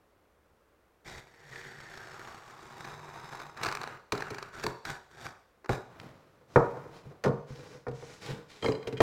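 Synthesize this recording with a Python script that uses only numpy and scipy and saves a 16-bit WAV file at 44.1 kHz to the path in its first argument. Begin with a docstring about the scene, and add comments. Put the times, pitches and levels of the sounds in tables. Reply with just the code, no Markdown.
"""Marking a pine board with a knife

A knife is drawn along a steel square: one long dry stroke, then short ones that snap through the grain.
Stick-slip friction makes the wood rasp and the blade hiss. The board rocks on its blocks and knocks in
its damped modes, hands rub over it, and the square rattles as both are lifted off the bench.
The bench rumbles under the work, and a quiet workshop reverberates around it."""
import sys
import numpy as np
from scipy import signal
from scipy.fft import rfft, irfft
from scipy.io import wavfile

SR = 44100
rng = np.random.default_rng(int(sys.argv[2]) if len(sys.argv) > 2 else 0)


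def waveform_to_disk(signal):
    """Save audio, clipped to [-1, 1], as 16-bit WAV at the path in sys.argv[1]."""
    frames = np.transpose(np.atleast_2d(signal))
    scaled = np.clip(frames, -1, 1) * 32767
    samples = np.round(scaled).astype(np.int16)
    wavfile.write(sys.argv[1], SR, samples)


N = 397765
TIME = np.arange(N) / SR

# The long cut, as the hand bears down and eases. Each row: time in seconds, rasp level in dB.
LONG_CUT = [(1.27, -64.5), (1.43, -57), (1.54, -45), (1.78, -50), (2.3, -46.5), (2.44, -53), (2.78, -49.5),
            (2.86, -44.5), (2.98, -49.5), (3.4, -46.5), (3.55, -58.5)]
# Short strokes before and after it. Each row: start in seconds, length in seconds, rasp level in dB,
# hiss level in dB, swell from start to end in dB, bench rumble in dB.
SHORT_STROKES = [(1.044, 0.14, -46.5, -52.5, -1, -55), (3.542, 0.14, -42, -57, 18, -66),
                 (3.707, 0.23, -47.5, -64.5, 4, -70), (4.122, 0.37, -47, -62, -9, -69),
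                 (4.519, 0.17, -46.5, -55.5, 5.5, -62), (4.839, 0.076, -43, -51, 8, -58),
                 (5.092, 0.17, -53, -60.5, 19.5, -78), (5.683, 0.043, -40.5, -48.5, 6.5, -51)]
# The blade's place on the board. Each row: time in seconds, rasp resonance in Hz, its relative level
# in dB, echo delay along the rule in seconds.
BLADE_PLACE = [(1.05, 2060, -4, 0.00085), (1.35, 1900, -0.5, 0.00088), (1.6, 1810, 5.5, 0.00088),
               (1.95, 1660, 3, 0.00091), (2.3, 1150, -2.5, 0.0009), (2.9, 1050, -1.5, 0.00081),
               (3.5, 1010, 0, .0008), (4.6, 1450, 1, 0.00087), (5.3, 1630, -1, 0.00086),
               (5.9, 1110, -20, 0.0008)]
# Spectra of the wood's rasp and the edge's hiss. Each row: frequency in Hz, relative density in dB.
RASP_SPECTRUM = [(40, -15), (80, -5), (130, 10), (230, -13), (400, 3), (560, -6.5), (800, 1.5), (1100, -6),
                 (1600, -2), (2100, -6.5), (2800, -5.5), (3150, -13), (5000, -37.5)]
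HISS_SPECTRUM = [(1800, -22), (2700, 2), (3150, -1), (3700, 2), (4600, -5.5), (5200, -9.5), (5700, -2.5),
                 (6200, -21), (6700, -6), (8400, -14.5), (9500, -21.5), (12400, -19), (13500, -24),
                 (15500, -34)]
# Modes of the thin blade, the board on the bench and the hand-damped steel square.
# Each row: frequency in Hz, relative level in dB, T60 (time to decay by 60 dB) in seconds.
BLADE_MODES = [(2380, -5.5, 0.2), (2970, -37, 0.031), (3700, -7, 0.046), (3910, 8.5, 0.032),
               (4570, 6.5, 0.024), (5190, 8, 0.032), (6200, 7, 0.021), (6450, 5, 0.014), (7140, 1, 0.021),
               (7320, -23, 0.0067), (8100, 3, 0.022), (11500, -25, 0.0027), (12500, 0, .004)]
BOARD_MODES = [(130.9, -5, 0.19), (148.6, -12.5, 0.39), (199.3, -21, 0.45), (244, -12, 0.1),
               (313.7, -11, 0.19), (390.2, -3.5, 0.068), (432, -10.5, 0.21), (468, -8.5, 0.33),
               (494.7, 2.5, 0.096), (590.5, -15, 0.14), (631.7, -15.5, 0.18), (732, -10.5, 0.04),
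               (735, -13, 0.037), (794.5, -14, 0.13), (903, -13, 0.091), (1008, -13.5, 0.035),
               (1043, -7.5, 0.097), (1075, -1.5, 0.019), (1210, -13, 0.21), (1338, -4, 0.019),
               (1380, -26, 0.24), (1442, -5.5, 0.051), (1760, -8, 0.059), (1850, -9, 0.067),
               (2146, -13, 0.063), (2294, -11.5, 0.064), (2480, -18, 0.1)]
SQUARE_MODES = [(1835, 1, 0.024), (2110, -1, 0.062), (2160, 1, 0.015), (2440, -2.5, 0.035),
                (2920, -5, 0.018), (3202, -2, 0.046), (3880, -20, 0.021), (4070, -6, 0.051),
                (4900, -3, 0.019), (6000, -13, .04), (6600, -11, 0.025), (7740, -12.5, 0.023),
                (9000, -25, .025)]
# The blade breaks hard grain lines. Each row: start in seconds, wood level in dB, treble level in dB,
# nominal length in seconds.
SNAPS = [(2.844, -44, -49, 0.0084), (3.326, -38, -57, 0.0042), (3.347, -40, -50, .003),
         (3.397, -39.5, -46.5, 0.0067), (3.571, -42.5, -47, 0.0054), (3.63, -33, -30, 0.0089),
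         (3.6476, -27, -32, .0028), (3.658, -25.5, -37, 0.0062), (3.664, -31, -32.5, .005),
         (3.685, -42, -36, 0.0044), (3.713, -32, -38, 0.004), (3.7232, -30, -34.5, 0.0039),
         (3.7498, -34, -31.5, 0.0036), (3.7707, -34, -38, .0025), (3.8138, -33, -36.5, 0.0031),
         (3.833, -41, -39, 0.0031), (3.838, -31, -37, 0.0023), (3.8745, -25, -41, 0.0017),
         (4.1206, -26, -26, 0.0045), (4.149, -39, -43, 0.0064), (4.176, -50, -40.5, 0.0047),
         (4.203, -33.5, -42, 0.0057), (4.2213, -27.5, -39, 0.0036), (4.302, -50, -41, 0.0082),
         (4.344, -45, -43, 0.0057), (4.382, -37, -43, 0.0061), (4.425, -35, -41, 0.0048),
         (4.597, -43, -42, 0.0021), (4.6355, -36, -33, 0.0072), (4.6642, -25, -28, 0.0035),
         (4.851, -35, -34.5, 0.0042), (4.895, -37, -49, 0.0033), (5.2645, -32, -40.5, 0.0031),
         (5.643, -44.5, -60, 0.0069), (5.658, -39, -53, 0.0047), (5.6919, -21, -34, 0.0037)]
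# The spectrum of a snap. Each row: frequency in Hz, relative density in dB.
SNAP_SPECTRUM = [(100, -27), (400, 4.5), (560, -8), (800, 0), (1300, 3.5), (1650, 2), (1950, -6.5),
                 (2400, -2.5), (3050, -18.5), (4600, -10.5), (6500, -19), (8400, -27.5), (9800, -31),
                 (15000, -34.5)]
# The board strikes its blocks. Each row: start in seconds, blow level in dB, contact hardness as a
# cutoff in Hz, tick level in dB.
KNOCKS = [(4.125, -24, 870, -39), (4.307, -29.5, 580, -70), (4.641, -28, 665, -72), (4.664, -28, 643, -61),
          (5.694, -21, 1130, -43), (5.701, -19.5, 203, -74), (6.412, -52, 706, -76),
          (6.5592, -8, 1306, -40.5), (6.5673, -32, 650, -65), (6.77, -36.5, 1100, -59),
          (6.853, -41.5, 900, -75), (7.058, -30, 148, -76), (7.11, -44, 800, -75),
          (7.2386, -28.5, 4500, -34.5), (7.247, -22, 1210, -54), (7.258, -17, 780, -41.5),
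          (7.265, -14, 228, -67), (7.2775, -24, 760, -46.5), (7.294, -26, 180, -78),
          (7.503, -22.5, 100, -65), (7.588, -42.5, 590, -76), (7.748, -42.5, 404, -76),
          (7.867, -31.5, 1380, -59), (7.883, -27.5, 298, -52.5), (7.913, -25.5, 130, -56),
          (8.023, -40, 1030, -75), (8.097, -47, 2230, -74), (8.283, -31, 354, -72), (8.304, -25, 200, -72),
          (8.627, -30.5, 1030, -51), (8.646, -22, 870, -43), (8.659, -31.5, 804, -56),
          (8.683, -19.5, 660, -43), (8.71, -32, 440, -54), (8.873, -29, 670, -39), (8.926, -25, 330, -48),
          (8.975, -39, 500, -49), (9.004, -11.5, 860, -30.5)]
# The board's modes shift as it is pressed, left free and lifted. Each row: time in seconds, pitch ratio.
SUPPORT_PITCH = [(4.7, .87), (5.7, .92), (6.0, 1), (8.4, 1), (8.6, .915)]
# Spectra of a blow's tick and of the bench top's many close, damped modes.
# Each row: frequency in Hz, relative density in dB.
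TICK_SPECTRUM = [(400, -32), (1500, 2), (2600, -2), (3100, -4), (4200, -4.5), (6000, -8.5), (9000, -18),
                 (15000, -29)]
BENCH_SPECTRUM = [(60, -11.5), (150, -1.5), (300, 0), (520, -1), (800, -2.5), (1300, -5), (1900, -16.5),
                  (3000, -44), (6000, -62)]
# The square hits the board. Each row: start in seconds, level in dB, frequency in Hz favoured by the
# place of contact.
RATTLES = [(8.517, -51, 4020), (8.625, -36, 3060), (8.643, -37, 3100), (8.66, -32, 2130),
           (8.684, -35.5, 4000), (8.721, -36.5, 5000), (8.751, -42.5, 4000), (8.828, -47, 4000),
           (8.871, -43, 3000), (8.927, -52, 4000), (8.97, -44.5, 3080), (8.979, -46.5, 3080),
           (9.005, -24, 1830)]
# Steel touches the wood lightly. Each row: start in seconds, level in dB.
TAPS = [(5.9995, -30), (6.015, -47), (7.559, -40)]
# Hands, sleeves and board slide. Each row: start in seconds, length in seconds, scuff level in dB,
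# swish level in dB, swell from start to end in dB, scrape pitch in Hz.
SLIDES = [(5.87, 0.15, -57, -71, 9, 3020), (6.0, 0.098, -53.5, -63.5, -2, 2300),
          (6.12, 0.37, -66, -74.5, -11.5, 2000), (6.464, 0.13, -58, -64, 18, 5600),
          (6.607, 0.33, -54, -68, -4, 5600), (6.896, 0.074, -58.5, -62.5, 10, 4170),
          (7.02, 0.3, -64, -74, -16, 2000), (7.462, 0.29, -56.5, -58.5, 1, 5200),
          (7.924, 0.22, -62.5, -56.5, 7, 5800), (8.196, 0.082, -52.5, -48, 1, 4400),
          (8.27, 0.047, -43, -46, -4.5, 2970), (8.36, 0.05, -54.5, -78, -4, 3000),
          (8.475, 0.16, -67, -56, -6, 3800), (8.614, 0.058, -44.5, -49, 1.5, 7000),
          (8.798, 0.22, -56, -76, -4, 4000)]
# Spectra of the low scuff, the high swish and the room's air.
# Each row: frequency in Hz, relative density in dB.
SCUFF_SPECTRUM = [(40, -12), (130, 8.5), (220, 0), (470, 0), (700, -3), (1300, -5.5), (2100, -12),
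                  (3000, -24), (5000, -36)]
SWISH_SPECTRUM = [(1200, -5.5), (2300, -1.5), (3000, -7), (4000, -5), (5500, -11.5), (7000, -15.5),
                  (9000, -22.5), (12000, -27.5), (15500, -37.5)]
AIR_SPECTRUM = [(25, -13.5), (60, 0.5), (130, -9), (250, -8), (480, -3.5), (800, -11), (1250, -10.5),
                (2000, -17.5), (3000, -24.5), (5000, -29), (9000, -32.5), (15000, -33)]
# The workshop's echo. Each row: frequency in Hz, level against the direct sound in dB, T60 in seconds.
REVERB_BANDS = [(99, -15.5, 0.47), (397, -8, 0.47), (910, -5.5, 0.54), (1830, -11.5, 0.53),
                (4700, -15.5, 0.98), (13200, -11.5, 0.33)]


def scoring(rasp_gain, hiss_gain, grain_hz=70, max_catch_db=1.5):
    """Stick-slip excitation: as fibres part, the wood rasps and hums and the edge hisses and sings."""
    times, *columns = np.transpose(BLADE_PLACE)
    place_hz, place_db, echo_s = (np.interp(TIME, times, c) for c in columns)
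    fibres = friction(per_s=8200, uneven_db=2.0, catch_hz=129)
    tip = friction(per_s=6000, uneven_db=1.5, catch_hz=120)
    near_blade = cut(moving_resonance(tip, place_hz, width_hz=360), 2320, order=4)
    share = from_db(place_db)
    hum = from_db(-6) * rms_one(ring(cut(fibres, 205), BOARD_MODES))
    rasp = (colour(fibres, RASP_SPECTRUM) + share * near_blade) / np.sqrt(1 + share ** 2) + hum
    against_rule = friction(per_s=8000, uneven_db=2.5, catch_hz=100)
    singing = rms_one(cut(ring(against_rule, BLADE_MODES), 1900, "high"))
    hiss = from_db(-2.5) * colour(fibres, HISS_SPECTRUM) + from_db(-6) * singing
    # A short echo along the rule forms a comb filter that slides with the blade.
    hiss = hiss + .35 * np.interp(TIME - echo_s, TIME, hiss)
    # The deeper the score, the more the blade catches and runs on hard and soft grain.
    catch_db = np.clip(1 + 0.5 * (TIME - times[0]), 0, max_catch_db)
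    catching = flutter(catch_db, grain_hz) + fibre_breaks() * catch_db / max_catch_db
    return catching * (from_db(-1.55) * rasp_gain * rasp + from_db(-0.73) * hiss_gain * hiss)


def knife_effort(hiss_offset_db=-8.5, dulling_db_per_s=1):
    """Amplitude follows force: the hand's push sets the gains of rasp, hiss and bench rumble."""
    times, cut_db = np.transpose(LONG_CUT)
    rasp = from_db(np.interp(TIME, times, cut_db)) * (TIME >= times[0]) * (TIME < times[-1])
    hiss = rasp * from_db(hiss_offset_db - dulling_db_per_s * (TIME - times[0]))   # the blade sinks in
    rumble = np.zeros(N)
    for start, length, rasp_db, hiss_db, swell_db, rumble_db in SHORT_STROKES:
        push = gesture(start, length, swell_db, attack_s=0.025, release_db_per_s=243)
        rasp += from_db(rasp_db) * push
        hiss += from_db(hiss_db) * push
        rumble += from_db(rumble_db) * push
    return rasp, hiss, rumble


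def fibre_breaks(per_s=24, decay_s=0.0031):
    """A Poisson process: small fibres give way at random, each briefly raising the gain of the cut."""
    breaks = (rng.random(N) < per_s / SR) * rng.uniform(0.37, 1.97, N)
    return from_db(-0.5) * signal.lfilter([1], [1, -np.exp(-1 / (decay_s * SR))], breaks + 1e-18)


def snapping(size=2048):
    """Brittle fracture: a hard grain line fails in a burst of milliseconds that jolts the blade."""
    dull, bright = np.zeros(N), np.zeros(N)
    for start, wood_db, treble_db, length in SNAPS:
        age = 2 * TIME[:size] / length
        burst = rng.standard_normal(size) * (age * np.exp(1 - age)) ** 2
        add(dull, start, burst * from_db(wood_db))
        add(bright, start, burst * from_db(treble_db))
    crack = from_db(8.5) * cut(colour(bright, SNAP_SPECTRUM), 2500, "high", order=3)
    body = from_db(0.5) * cut(colour(dull, SNAP_SPECTRUM), 2200, order=3)
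    return body + crack + from_db(-44) * ring(bright, BLADE_MODES)


def knocking(pitch_scatter=0.0059, vary_db=1.5, held_until_s=6.6, size=16384):
    """Impact excitation: each blow ticks, sets the board's modes ringing and thuds in the bench top."""
    wood, ticks, thuds = np.zeros(N), np.zeros(N), np.zeros(N)
    mode_hz, mode_db, mode_t60 = np.transpose(BOARD_MODES)
    heaviest_db = max(row[1] for row in KNOCKS)
    for start, db, hardness_hz, tick_db in KNOCKS:
        # The board rests a little differently at every blow.
        scatter = 1 + pitch_scatter * rng.standard_normal(len(mode_hz))
        pitch = np.interp(start, *np.transpose(SUPPORT_PITCH)) * scatter
        strengths = db + mode_db + vary_db * rng.standard_normal(len(mode_hz))
        t60 = mode_t60 * (0.68 if start < held_until_s else 1)   # the pressing hand adds damping
        # A hard contact is a small one and hardly moves the lowest modes.
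        force = cut(contact(hardness_hz, size), 0.1 * hardness_hz, "high", order=1)
        add(wood, start, ring(force, zip(pitch * mode_hz, strengths, t60)))
        add(ticks, start, noise_burst(tick_db, size, t60=0.065))
        bench_db = db - 7 + 0.17 * (db - heaviest_db)   # light blows hardly reach the bench
        add(thuds, start, cut(noise_burst(bench_db, size, t60=0.19), hardness_hz))
    return from_db(-1.5) * wood + colour(ticks, TICK_SPECTRUM) + colour(thuds, BENCH_SPECTRUM)


def rattling(hardness_hz=5500, favour_db=8, favour_octaves=0.18, vary_db=2.5, size=8192):
    """Modal selection: the loose square hits and chatters, and the place of contact weights its modes."""
    out = np.zeros(N)
    mode_hz, mode_db, mode_t60 = np.transpose(SQUARE_MODES)
    for start, db, favoured_hz in RATTLES:
        chatter = cut(noise_burst(-21, size, t60=0.023), hardness_hz)
        favour = favour_db * np.exp(-(np.log2(mode_hz / favoured_hz) / favour_octaves) ** 2)
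        strengths = db + mode_db + favour + vary_db * rng.standard_normal(len(mode_hz))
        force = contact(hardness_hz, size) + chatter
        add(out, start, ring(force, zip(mode_hz, strengths, mode_t60)))
    return from_db(-5) * out


def tapping(cutoff_hz=3200, size=2048):
    """Contact transients: steel ticks on the wood too lightly to ring the board."""
    out = np.zeros(N)
    for start, db in TAPS:
        add(out, start, noise_burst(db, size, t60=0.016))
    return cut(out, cutoff_hz)


def sliding(dragged_from_s=7.4):
    """Sliding friction: skin, cloth and wood rub in fine slips that also ring the square and board."""
    low_gain, high_gain = np.zeros(N), np.zeros(N)
    scrape_hz = np.full(N, float(SLIDES[0][-1]))
    for start, length, scuff_db, swish_db, swell_db, hz in SLIDES:
        push = gesture(start, length, swell_db, attack_s=0.033, release_db_per_s=181)
        low_gain = np.hypot(low_gain, from_db(scuff_db) * push)   # incoherent sounds add in power
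        high_gain = np.hypot(high_gain, from_db(swish_db) * push)
        scrape_hz[TIME >= start] = hz
    rub = friction(per_s=16000, uneven_db=1.5, catch_hz=67.6)
    scuff = from_db(1) * colour(rub, SCUFF_SPECTRUM)
    swish = from_db(-2.5) * colour(rub, SWISH_SPECTRUM)
    steel = from_db(-16.5) * rms_one(ring(np.gradient(rub), SQUARE_MODES))
    scrape = from_db(-7) * cut(moving_resonance(rng.standard_normal(N), scrape_hz, width_hz=1900), 9900)
    drag = cut(cut(rub, 1400), 170, "high")   # rings the board once the board itself slides
    board = from_db(-1) * (TIME > dragged_from_s) * rms_one(ring(drag, BOARD_MODES))
    return low_gain * (scuff + board) + high_gain * (swish + scrape + steel)


def bench_rumble(push_gain, blow_offset_db=-31, t60=0.27):
    """Forced vibration: the heavy bench stirs under the short strokes and after every blow."""
    blows = np.zeros(N)
    for start, db, *_ in KNOCKS:
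        add(blows, start, from_db(db + blow_offset_db - 60 * TIME[:SR] / t60))
    deep_noise = rms_one(cut(cut(rng.standard_normal(N), 65), 32, "high"))
    return (push_gain + blows) * deep_noise


def reverberation(x, first_echo_s=.007, bands=9):
    """A diffuse field: the workshop's echoes decay exponentially, each band at its own rate."""
    t, response = TIME[:SR], np.zeros(SR)
    edges = np.geomspace(45, 17000, bands + 1)
    for low, high in zip(edges, edges[1:]):
        db, t60 = at_hz(REVERB_BANDS, np.sqrt(low * high))
        decay = from_db(-60 * t / t60) * (t > first_echo_s)
        bandpass = signal.butter(2, [low, high], "band", fs=SR, output="sos")
        band = signal.sosfilt(bandpass, rng.standard_normal(SR))
        response += from_db(db) * band * decay / np.linalg.norm(decay)
    return signal.oaconvolve(x, response)[:N]


def room_air(level_db=-67.5):
    """Stationary noise: the quiet room's air, strongest in the bass."""
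    return from_db(level_db) * colour(rng.standard_normal(N), AIR_SPECTRUM)


def friction(per_s, uneven_db, catch_hz):
    """Stick-slip force: tiny slips at random, stronger where the surface catches; rms 1."""
    catching = flutter(uneven_db, catch_hz)
    slips = (rng.random(N) < per_s / SR) * rng.standard_normal(N)
    return rms_one(slips * catching)


def flutter(depth_db, cutoff_hz):
    """Random amplitude modulation: a gain that wanders by depth_db rms."""
    return from_db(depth_db * rms_one(cut(rng.standard_normal(N), cutoff_hz)))


def gesture(start, length, swell_db, attack_s, release_db_per_s):
    """The envelope of one push: the hand takes hold, swells or eases evenly, and lets go."""
    age = TIME - start
    progress = np.clip(age / length, 0, 1)
    release_db = release_db_per_s * np.maximum(age - length, 0)
    return np.clip(age / attack_s, 0, 1) * from_db(swell_db * (progress - .5) - release_db)


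def contact(hardness_hz, size):
    """The force pulse of one touch: a softer contact lasts longer."""
    return cut(signal.unit_impulse(size), hardness_hz)


def noise_burst(db, size, t60):
    """White noise in exponential decay."""
    return rng.standard_normal(size) * from_db(db - 60 * TIME[:size] / t60)


def ring(force, modes):
    """Modal superposition: a force excites damped sines, neighbours swinging in opposite senses."""
    out = np.zeros(len(force))
    for k, (hz, db, t60) in enumerate(modes):
        radius, angle = np.exp(-np.log(1000) / (t60 * SR)), 2 * np.pi * hz / SR
        poles = [1, -2 * radius * np.cos(angle), radius ** 2]
        out += (-1) ** k * from_db(db) * signal.lfilter([0, np.sin(angle)], poles, force + 1e-18)
    return out


def moving_resonance(x, hz, width_hz, block=256):
    """A two-pole resonator whose centre follows the curve hz; rms 1."""
    radius = np.exp(-np.pi * width_hz / SR)
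    out, state = np.zeros(N), np.zeros(2)
    for i in range(0, N, block):
        poles = [1, -2 * radius * np.cos(2 * np.pi * hz[i] / SR), radius ** 2]
        out[i:i + block], state = signal.lfilter([1, 0, -1], poles, x[i:i + block], zi=state)
    return rms_one(out)


def colour(x, spectrum, size=4096):
    """Minimum-phase filtering to the given spectrum; white noise keeps its level."""
    db, = at_hz(spectrum, np.maximum(np.fft.rfftfreq(size, 1 / SR), 1))
    cepstrum = irfft(np.log(from_db(db)))
    cepstrum[1:size // 2] *= 2   # folding the cepstrum makes the response causal
    cepstrum[size // 2 + 1:] = 0
    response = irfft(np.exp(rfft(cepstrum)))
    return signal.oaconvolve(x, response / np.linalg.norm(response))[:N]


def cut(x, hz, kind="low", order=2):
    """Butterworth low- or high-pass filtering."""
    return signal.sosfilt(signal.butter(order, hz, kind, fs=SR, output="sos"), x + 1e-18)


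def at_hz(points, hz):
    """Interpolation of a table's columns on a log-frequency axis."""
    known_hz, *columns = np.transpose(points)
    return [np.interp(np.log(hz), np.log(known_hz), c) for c in columns]


def add(track, start, sound):
    """Superposition of a short sound on a track, start in seconds."""
    i = round(start * SR)
    track[i:i + len(sound)] += sound[:N - i]


def from_db(db):
    """Decibels to amplitude ratio."""
    return 10 ** (np.asarray(db) / 20)


def rms_one(x):
    """Normalisation to an rms of 1."""
    return x / np.sqrt(np.mean(x ** 2) + 1e-20)


def scene():
    """Linear superposition of the direct sound, its reverberation, the bench's rumble and the air."""
    rasp_gain, hiss_gain, rumble_gain = knife_effort()
    direct = scoring(rasp_gain, hiss_gain) + snapping() + tapping() + knocking() + rattling() + sliding()
    return (direct + reverberation(direct) + bench_rumble(rumble_gain) + room_air())[None]


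def record(dry):
    """Band limiting: a steep elliptic low-pass removes the highest treble."""
    cutoff_hz = 15900
    return signal.sosfilt(signal.ellip(10, .1, 80, cutoff_hz, fs=SR, output="sos"), dry)


dry = scene()
out = record(dry)
waveform_to_disk(out)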